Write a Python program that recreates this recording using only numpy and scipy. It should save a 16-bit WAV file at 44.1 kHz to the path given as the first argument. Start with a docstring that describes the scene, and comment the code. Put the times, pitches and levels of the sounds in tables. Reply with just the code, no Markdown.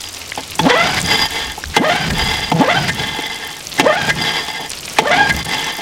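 """In a gravel yard, a small outboard's starter cord is pulled five times. The pinion clacks into the
flywheel, the teeth whine upward as their meshing rate rises, then the pinion drops out and the cord
rewinds. Impact and friction excite the modes of metal and cowl; the hull booms and the plastic handle
clicks. Hose water splatters on the gravel, wind buffets the microphone, a faint hum is heard at first,
and a limiter ducks under the hardest clacks."""
import sys
import numpy as np
from scipy import signal
from scipy.fft import rfft, irfft, next_fast_len
from scipy.io import wavfile
from scipy.ndimage import minimum_filter1d, map_coordinates

SR = 44100
rng = np.random.default_rng(int(sys.argv[2]) if len(sys.argv) > 2 else 0)


def wrap_up_sound(samples):
    """Save the sound to the file named by the first command line argument, as 16-bit audio."""
    columns = np.atleast_2d(samples).T
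    # keep every value between -1 and 1, then stretch to whole-number steps
    tamed = np.clip(columns, -1, 1)
    steps = np.round(tamed * 32767).astype(np.int16)
    wavfile.write(sys.argv[1], SR, steps)


N = 256220

# Levels are relative within each table.
# cord rewinds: (start [s], end [s], level [dB], brightness [dB], spin-up [s], fade [dB/s])
REWINDS = [(0, .2, -37, 2, 0.026, 69), (1.05, 1.26, -15, -3, 0.06, 25), (1.31, 1.53, -18.5, -12, 0.056, 75),
           (2.15, 2.5, -16.5, -9, 0.07, 30), (2.94, 3.58, -19.5, -15, 0.082, 20.5),
           (4.17, 4.66, -18.5, -9, 0.09, 28), (5.345, 5.44, -23, -12, 0.025, 20),
           (5.45, 5.81, -20, -13, 0.064, 25)]
# water splatter as heard, stepping up abruptly at 4.7 s: (time [s], level [dB])
SPLATTER_LEVEL = [(0, -37.5), (.29, -39), (.9, -37.5), (1.0, -35.5), (1.75, -41), (2.3, -40), (2.8, -40.5),
                  (2.95, -40), (3.5, -43), (3.78, -35), (4.12, -40), (4.66, -43), (4.7, -36.5),
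                  (5.81, -39.5)]
# largest drops: (time [s], level [dB], frequency [Hz])
SPLATS = [(0.216, -23, 5850), (0.5536, -11, 5450), (0.9452, -11, 6140), (1.015, -3.5, 7850),
          (1.061, -7, 7700), (1.6384, -8.5, 5700), (3.476, -12, 13300), (3.67, -8.5, 5620),
          (4.695, -12, 5630), (4.703, -6.5, 5700), (5.643, -7.5, 6100)]
# wind gusts: (time [s], level [dB], half-width [s])
GUSTS = [(.6, -52, 0.13), (1.17, -42, 0.37), (1.691, -22.5, 0.033), (2.24, -22.5, 0.12), (2.45, -36, 0.094),
         (3.08, -40, 0.074)]
# handle clicks: (time [s], level [dB], frequency [Hz])
CLICKS = [(.215, -18, 2600), (.319, -9.5, 2130), (.518, -15, 2800), (.632, -10, 4200), (1.619, -25, 2480),
          (3.617, -27, 3000), (4.879, -13.5, 2520)]
# pinion and handle knocks: (time [s], level [dB], cowl drive offset [dB], decay time [s])
KNOCKS = [(0.373, -7.5, -26.5, 0.023), (0.591, 7, -27.5, 0.0093), (1.576, -26.5, -7, 0.0066),
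          (1.764, 12, -30.5, 0.016), (2.193, -0.5, -31.5, 0.0094), (2.515, 1.5, -19, 0.01),
          (2.884, -12, -26, 0.0097), (3.186, -5.5, -21, 0.008), (3.782, -18, -9, 0.013),
          (3.796, 14.5, -29, 0.015), (4.078, 2, -29, 0.0055), (4.59, -30.5, -9, 0.06),
          (4.985, 13.5, -28.5, 0.016), (5.293, 0.5, -33, 0.0073), (5.782, -28.5, -7.5, 0.022)]
# cord pulls: (start [s])
PULL_STARTS = [.612, 1.785, 2.535, 3.813, 5.003]
# the same pulls: (end [s], whine level [dB], ring level [dB], hull level [dB])
PULL_ENDS = [(.99, -11, -20, -21.5), (2.085, -16, -22, -23), (2.887, -12.5, -22, -21.5),
             (4.092, -10.5, -20.5, -24), (5.3, -18, -21.5, -20.5)]
PULLS = np.column_stack([PULL_STARTS, PULL_ENDS])
# lurches past compression: (time [s], tooth rate reached [Hz], whine level [dB], ring level [dB])
LURCHES = [(0.664, 277, -14.5, -20), (0.699, 487.3, -16, -1), (0.766, 678, -11.5, -15),
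           (.795, 695, -31, -11), (0.831, 722.5, -31, -20), (0.866, 765.5, -19.5, -17.5),
           (1.816, 302, -15.5, -22), (1.85, 623, -32, -25), (1.9, 712, -24, -20), (1.932, 745, -25, -15),
           (1.961, 783, -27, -31), (2.611, 286.4, -21.5, -35), (2.645, 516.6, -28, -16),
           (2.7, 699, -24.5, -9), (2.756, 754.6, -18, -20), (3.846, 288.8, -19, -26),
           (3.861, 479.3, -27, -23), (3.88, 622.7, -21.5, -15), (3.93, 727, -36, -16),
           (3.975, 813, -20.5, -25), (5.037, 300.6, -11.5, -26), (5.055, 467, -26, -33),
           (5.07, 589.2, -30, -20), (5.119, 724, -17.5, -7), (5.15, 737, -19, -27),
           (5.175, 818.3, -18, -23), (5.214, 818.6, -13.5, -26)]
# pinion entering or leaving mesh: (time [s], level [dB], duration [s])
GRINDS = [(0.962, -12, 0.029), (1.734, -15.5, 0.056), (2.1, -9, 0.013), (2.878, -9, 0.027),
          (3.775, -18, 0.028), (4.089, -7.5, 0.023), (4.962, -18, 0.027), (5.289, -9.5, 0.022)]

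# cast flywheel and housing: (frequency [Hz], bandwidth [Hz], level [dB])
METAL_MODES = [(1083, 28, -9), (1634, 20, 3.5), (1805, 27.7, 0), (1963, 87, -5), (2072, 49, 1.5),
               (2246, 21, -3), (2726, 55, -9.5), (3120, 24, 4.5), (3330, 94, -2.5), (3465, 56, 2),
               (3880, 55, -12)]
# thin pulley and spring: (frequency [Hz], bandwidth [Hz], level [dB])
PULLEY_MODES = [(4817, 35, -1), (4937, 60, -6), (5430, 80, -20), (7000, 33, -17.5), (11400, 63, -25.5)]
# cowl and hull: (frequency [Hz], bandwidth [Hz], level [dB])
COWL_MODES = [(154, 53, -4.5), (279, 70, 0.5), (455, 52, -0.5), (692, 76, 1.5), (866.4, 86, 3.5)]

# non-resonant rubbing: (frequency [Hz], level [dB])
SCRAPE_SPECTRUM = [(150, -11.5), (700, -0.5), (3000, 2), (6000, -5.5), (15000, -26)]
# fine spray: (frequency [Hz], level [dB])
SPRAY_SPECTRUM = [(120, -52), (200, -5), (268, 0), (1340, -4.5), (1610, -8), (2190, -2), (6110, -6.5),
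                  (15800, -24)]
# wind on the microphone: (frequency [Hz], level [dB])
WIND_SPECTRUM = [(12, -6), (30, 3), (48, 1), (70, 10), (110, -7), (200, -43), (500, -36)]
# crack of a knock: (frequency [Hz], level [dB])
CRACK_SPECTRUM = [(150, -10), (800, -2.5), (2500, 4), (4000, -5), (6000, -8), (15000, -28)]
# thud of the rocking hull: (frequency [Hz], level [dB])
THUD_SPECTRUM = [(12, -23), (25, -32), (70, 12), (110, 8), (200, -47), (500, -68)]

TIME = np.arange(N) / SR


def amp(db):
    """Amplitude ratio of a level in decibels."""
    return 10 ** (np.asarray(db) / 20)


def unit(x):
    """Normalisation to rms 1."""
    return x / np.sqrt(np.mean(x ** 2) + 1e-20)


def gain_at(spectrum, hz):
    """Amplitude gain, with levels interpolated on a logarithmic frequency axis."""
    knots_hz, db = np.transpose(spectrum)
    return amp(np.interp(np.log(hz + 1), np.log(knots_hz + 1), db))


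def curve(points):
    """Linear interpolation of (time, value) points at every sample."""
    return np.interp(TIME, *np.transpose(points))


def strokes(rows, edge_s):
    """Gating: per sample, the current row, the time since its start, and a gate open during it."""
    rows = np.array(rows)
    row = rows[np.clip(np.searchsorted(rows[:, 0] - edge_s, TIME) - 1, 0, None)].T
    since = TIME - row[0]
    return row, since, np.clip(np.minimum(since, row[1] - TIME) / edge_s + 1, 0, 1)


def wobble(rate):
    """Random modulation: a spline through `rate` Gaussian values a second."""
    return map_coordinates(rng.standard_normal(int(N * rate / SR) + 4), [TIME * rate])


def filtered(x, response):
    """Linear filtering: the spectrum is multiplied by a frequency response."""
    size = next_fast_len(N + SR // 2)
    return irfft(rfft(x, size) * response(np.fft.rfftfreq(size, 1 / SR)), size)[:N]


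def ringing(x, modes):
    """Modal superposition: x drives damped resonators of alternating polarity."""
    return filtered(x, lambda f: sum(
        (-1) ** k * amp(db) * 1j * f * width / (hz * hz - f * f + 1j * f * width)
        for k, (hz, width, db) in enumerate(modes)))


def coloured(x, spectrum):
    """Spectral shaping, at rms 1."""
    return unit(filtered(x, lambda hz: gain_at(spectrum, hz)))


def grit(rate, spread_db):
    """Amplitude-modulated noise at rms 1; its level shifts about `rate` times a second."""
    return unit(rng.standard_normal(N) * amp(spread_db * wobble(rate)))


def pings(onset_s, db, hz, cycles):
    """Free decay: each impact leaves a sinusoid that falls to 1/e in `cycles` periods."""
    samples = np.arange(128)
    periods = hz[:, None] * samples / SR
    waves = amp(db)[:, None] * np.sin(2 * np.pi * periods) * np.exp(-periods / cycles)
    at = (onset_s * SR).astype(int)[:, None] + samples
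    return np.bincount(at.ravel(), waves.ravel(), N)[:N]


def rewinds():
    """Friction: freewheeling pinion and spring excite the modes as the spool spins up, then slows."""
    (_, _, peak_db, bright_db, rise_s, fade), since, gate = strokes(REWINDS, edge_s=0.021)
    level_db = peak_db - 5.5 * np.clip(1 - since / rise_s, 0, 2) - fade * (since - rise_s).clip(0)
    friction = grit(400, spread_db=3.5) * amp(1.8 * wobble(30))
    force = friction * amp(level_db + 15) * gate
    pulley = ringing(force * amp(bright_db + 11.5), PULLEY_MODES)
    rub = amp(level_db - 6) * gate * coloured(friction, SCRAPE_SPECTRUM)
    return ringing(force, METAL_MODES) + pulley + amp(-6) * ringing(force, COWL_MODES) + rub


def water():
    """Jet break-up: fairly even spurts of drops crackle over a spray; the largest burst as splats."""
    spurts = 800  # the six drops of each land together and have a like size
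    timing, strength, pitch = rng.random((spurts, 3)).T[..., None]
    drop_lag, drop_strength, drop_pitch = np.moveaxis(rng.random((spurts, 6, 3)), -1, 0)
    onset_s = (np.arange(spurts)[:, None] + timing) / (spurts + 1) * N / SR + 0.0061 * drop_lag
    db = 11 * strength ** 2 + 8 * drop_strength
    hz = np.clip(3900 * 2.64 ** pitch * 1.635 ** (2 * drop_pitch - 1), 0, 15500)
    crackle = unit(pings(onset_s.ravel(), db.ravel(), hz.ravel(), cycles=2.4))
    spray = coloured(grit(25, spread_db=2.2), SPRAY_SPECTRUM)
    splatter = amp(curve(SPLATTER_LEVEL) + 6) * (crackle * amp(0.38 * wobble(9.1)) + amp(-1.5) * spray)
    onset_s, db, hz = np.transpose(SPLATS)
    splats = sum(
        pings(onset_s + lag_s, db - loss_db, hz * np.exp(rng.normal(0, scatter, len(hz))), cycles=6.6)
        for lag_s, loss_db, scatter in [(0, 8.8, 0.029), (.0004, 2, 0.48), (.0012, 8, 0.18)])
    return splatter + splats


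def wind():
    """Turbulence: low-frequency pressure fluctuations buffet the microphone in gusts."""
    breeze = amp(-48.5)
    gusts = sum(amp(db) * np.exp(-((TIME - s) / width) ** 2) for s, db, width in GUSTS)
    buffeting = amp(3.11 * wobble(12)) * coloured(rng.standard_normal(N), WIND_SPECTRUM)
    return (breeze + gusts) * unit(buffeting)


def hum(hz=94, end_s=0.66):
    """Amplitude and frequency modulation: a faint low tone wavers, then stops."""
    envelope = amp(-43 + 1.3 * wobble(9.6)) * np.clip((end_s - TIME) / 0.054, 0, 1)
    return envelope * np.sin(2 * np.pi * np.cumsum(hz + 3 * wobble(14)) / SR)


def clicks():
    """Damped vibration: three quick contacts of the plastic handle make each short, hollow click."""
    onset_s, db, hz = np.transpose(CLICKS)
    return sum(pings(onset_s + lag_s, db - loss_db, hz * ratio, cycles=3.6)
               for lag_s, loss_db, ratio in [(0, 4, 1.45), (.0012, 0.1, 1.01), (.003, 5, .85)])


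def knocks(attack_s=.0012):
    """Impact excitation: a brief chatter of contacts cracks and sets metal and cowl ringing."""
    sharp, heavy = np.zeros((2, N + SR))
    t = np.arange(SR // 10) / SR
    for s, db, cowl_db, decay_s in KNOCKS:
        envelope = np.exp(-(t / decay_s) ** 2) * np.clip(t / attack_s, 0, 1)
        chatter = amp(db) * envelope * rng.standard_normal((2, len(t)))
        sharp[round(s * SR):][:len(t)] += chatter[0]
        heavy[round(s * SR):][:len(t)] += chatter[1] * amp(cowl_db)
    crack = filtered(sharp[:N], lambda hz: gain_at(CRACK_SPECTRUM, hz))
    metal = ringing(sharp[:N], METAL_MODES)
    return amp(-11.5) * crack + amp(-5.5) * metal + amp(29.5) * ringing(heavy[:N], COWL_MODES)


def flywheel(crawl_hz=163.6, climb_hz_per_s=9000, sag_hz_per_s=200, rise_s=.014, fade_s=0.023):
    """Varying load: each lurch past compression lifts the tooth rate and makes whine and ring surge."""
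    points, surges = [], 0
    for start, end, *_ in PULLS:
        points.append((start, crawl_hz))
        for s, hz, *db in (row for row in LURCHES if start < row[0] < end):
            last_s, last_hz = points[-1]
            release_s = np.clip(s - (hz - last_hz) / climb_hz_per_s, last_s + .001, s - .001)
            sagged_hz = max(last_hz - sag_hz_per_s * (release_s - last_s), crawl_hz)
            points += [(release_s, sagged_hz), (s, hz)]
            # the whine surges as the climb begins, the ring as it ends
            attack = np.clip((TIME - [[release_s], [s]]) / rise_s + 1, 0, 1)
            surges = surges + amp(db)[:, None] * attack * np.exp(-(TIME - s).clip(0) / fade_s)
        last_s, last_hz = points[-1]
        points.append((end, last_hz - sag_hz_per_s * (end - last_s)))
    return curve(points), surges


def pulls(rise_s=0.068, fade_db_per_s=45, blow_cutoff_hz=2770, rub_cutoff_hz=6460):
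    """Gear meshing: periodic tooth impacts whine in harmonics, growl in the cowl and ring the metal."""
    (_, _, whine_db, ring_db, _), since, gate = strokes(PULLS, edge_s=0.003)
    tooth_hz, (whine_surge, ring_surge) = flywheel()
    effort = amp(whine_db - fade_db_per_s * since.clip(0)) * np.clip(since / rise_s, .4, 1)
    load = gate * (effort + whine_surge)
    drone = gate * amp(ring_db) * np.clip(since / rise_s, .1, 1)
    clang = gate * ring_surge
    phase = 2 * np.pi * np.cumsum(tooth_hz * (1 + .025 * wobble(160))) / SR
    throb = amp(3.5 * wobble(45))
    harmonics = sum(amp(db + 5 * wobble(85)) / 1.25 * np.sin(k * phase)
                    for k, db in [(1, 2), (2, -4), (3, -11), (4, -18), (5, -23)])
    whine = amp(-0.5) * load * harmonics * np.sqrt(throb)
    pulses = np.exp(12 * np.cos(phase)) * amp(3.5 * wobble(500))  # one per tooth
    teeth = unit(pulses * throb) + 0.55 * grit(300, spread_db=4.5) * throb
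    # loaded teeth strike dully and favour the gear's own pair of modes
    blows = filtered(teeth * (drone + clang) * amp(14), lambda f: 1 / (1 + 1j * f / blow_cutoff_hz) ** 2)
    metal = ringing(blows, METAL_MODES) + amp(5.5) * ringing(blows, METAL_MODES[3:5])
    build_up = since.clip(0) / .35
    pulley = ringing(drone * build_up * grit(300, spread_db=2), PULLEY_MODES)
    scrape = coloured(grit(200, spread_db=2.5), SCRAPE_SPECTRUM)
    rub = (drone + .3 * clang) * filtered(scrape, lambda f: 1 / (1 + (f / rub_cutoff_hz) ** 2))
    growl = load * np.sqrt(tooth_hz / tooth_hz.max()) * (unit(teeth) + grit(100, spread_db=2))
    return whine + metal + amp(17.5) * pulley + amp(8) * ringing(growl, COWL_MODES) + amp(0.1) * rub


def hull(lag_s=0.051, rise_db_per_s=40.5, fall_db_per_s=77, rest_db=-63):
    """Forced vibration: the motor rocks the hull harder through each pull, most just after it ends."""
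    past_peak = TIME - (PULLS[:, 1:2] + lag_s)
    swell_db = np.where(past_peak < 0, rise_db_per_s * past_peak, -fall_db_per_s * past_peak)
    rocking = amp(PULLS[:, -1:] + swell_db).sum(axis=0) + amp(rest_db)
    boom = unit(ringing(grit(15, spread_db=2.5), COWL_MODES[:1]))
    thud = coloured(grit(12, spread_db=1), THUD_SPECTRUM)
    return rocking * (boom + amp(-10) * thud)


def grinds():
    """Sliding contact: entering or leaving mesh, the pinion makes the flywheel's middle modes squeal."""
    swell = sum(amp(db) * np.sqrt(np.sin(np.pi * np.clip((TIME - s) / length, 0, 1)).clip(0))
                for s, db, length in GRINDS)
    squeal = ringing(swell * grit(240, spread_db=3), METAL_MODES[1:5])
    return amp(16.5) * squeal + amp(-8) * swell * coloured(rng.standard_normal(N), SCRAPE_SPECTRUM)


def yard(x, reverb_time_s=0.35):
    """Reverberation: diffuse reflections from boat and wall decay exponentially."""
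    t = np.arange(SR // 4) / SR
    tail = rng.standard_normal(len(t)) * amp(-60 * t / reverb_time_s) * (t > .004)
    return signal.fftconvolve(x, tail / np.linalg.norm(tail))[:N]


def limiter(x, limit_db=-8, attack_s=0.00081, hold_s=.025, release_db_per_s=45):
    """Automatic gain control: gain drops just after the level passes the limit, holds, then recovers."""
    def smoothed(v, seconds):
        return signal.lfilter([1 / (seconds * SR)], [1, 1 / (seconds * SR) - 1], v)

    over_db = np.clip(10 * np.log10(smoothed(x ** 2, 0.0055) + 1e-12) - limit_db, 0, None)
    half_hold = round(hold_s * SR) // 2
    held_db = -minimum_filter1d(-over_db, 2 * half_hold + 1, origin=half_hold)
    climb_db = release_db_per_s * TIME
    reduction_db = np.maximum.accumulate(held_db + climb_db) - climb_db
    return x * amp(-smoothed(reduction_db, attack_s))


def scene():
    """Superposition: the starter, its reflections and the other sources add in one channel."""
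    starter = pulls() + grinds() + rewinds() + knocks() + clicks()
    return (starter + amp(-16) * yard(starter) + water() + wind() + hull() + hum())[None]


def record(dry, dip_s=5.44, top_hz=15900):
    """Limiting and saturation: the level dips briefly once, peaks duck and clip, and the top is cut."""
    dip = np.clip(np.abs(TIME - dip_s) / 0.007, .06, 1)
    limited = limiter(dry[0] * dip)
    clipped = limited / (1 + np.abs(limited / 1.05) ** 6) ** (1 / 6)
    return filtered(clipped, lambda hz: hz < top_hz)[None]


dry = scene()
out = record(dry)
wrap_up_sound(out)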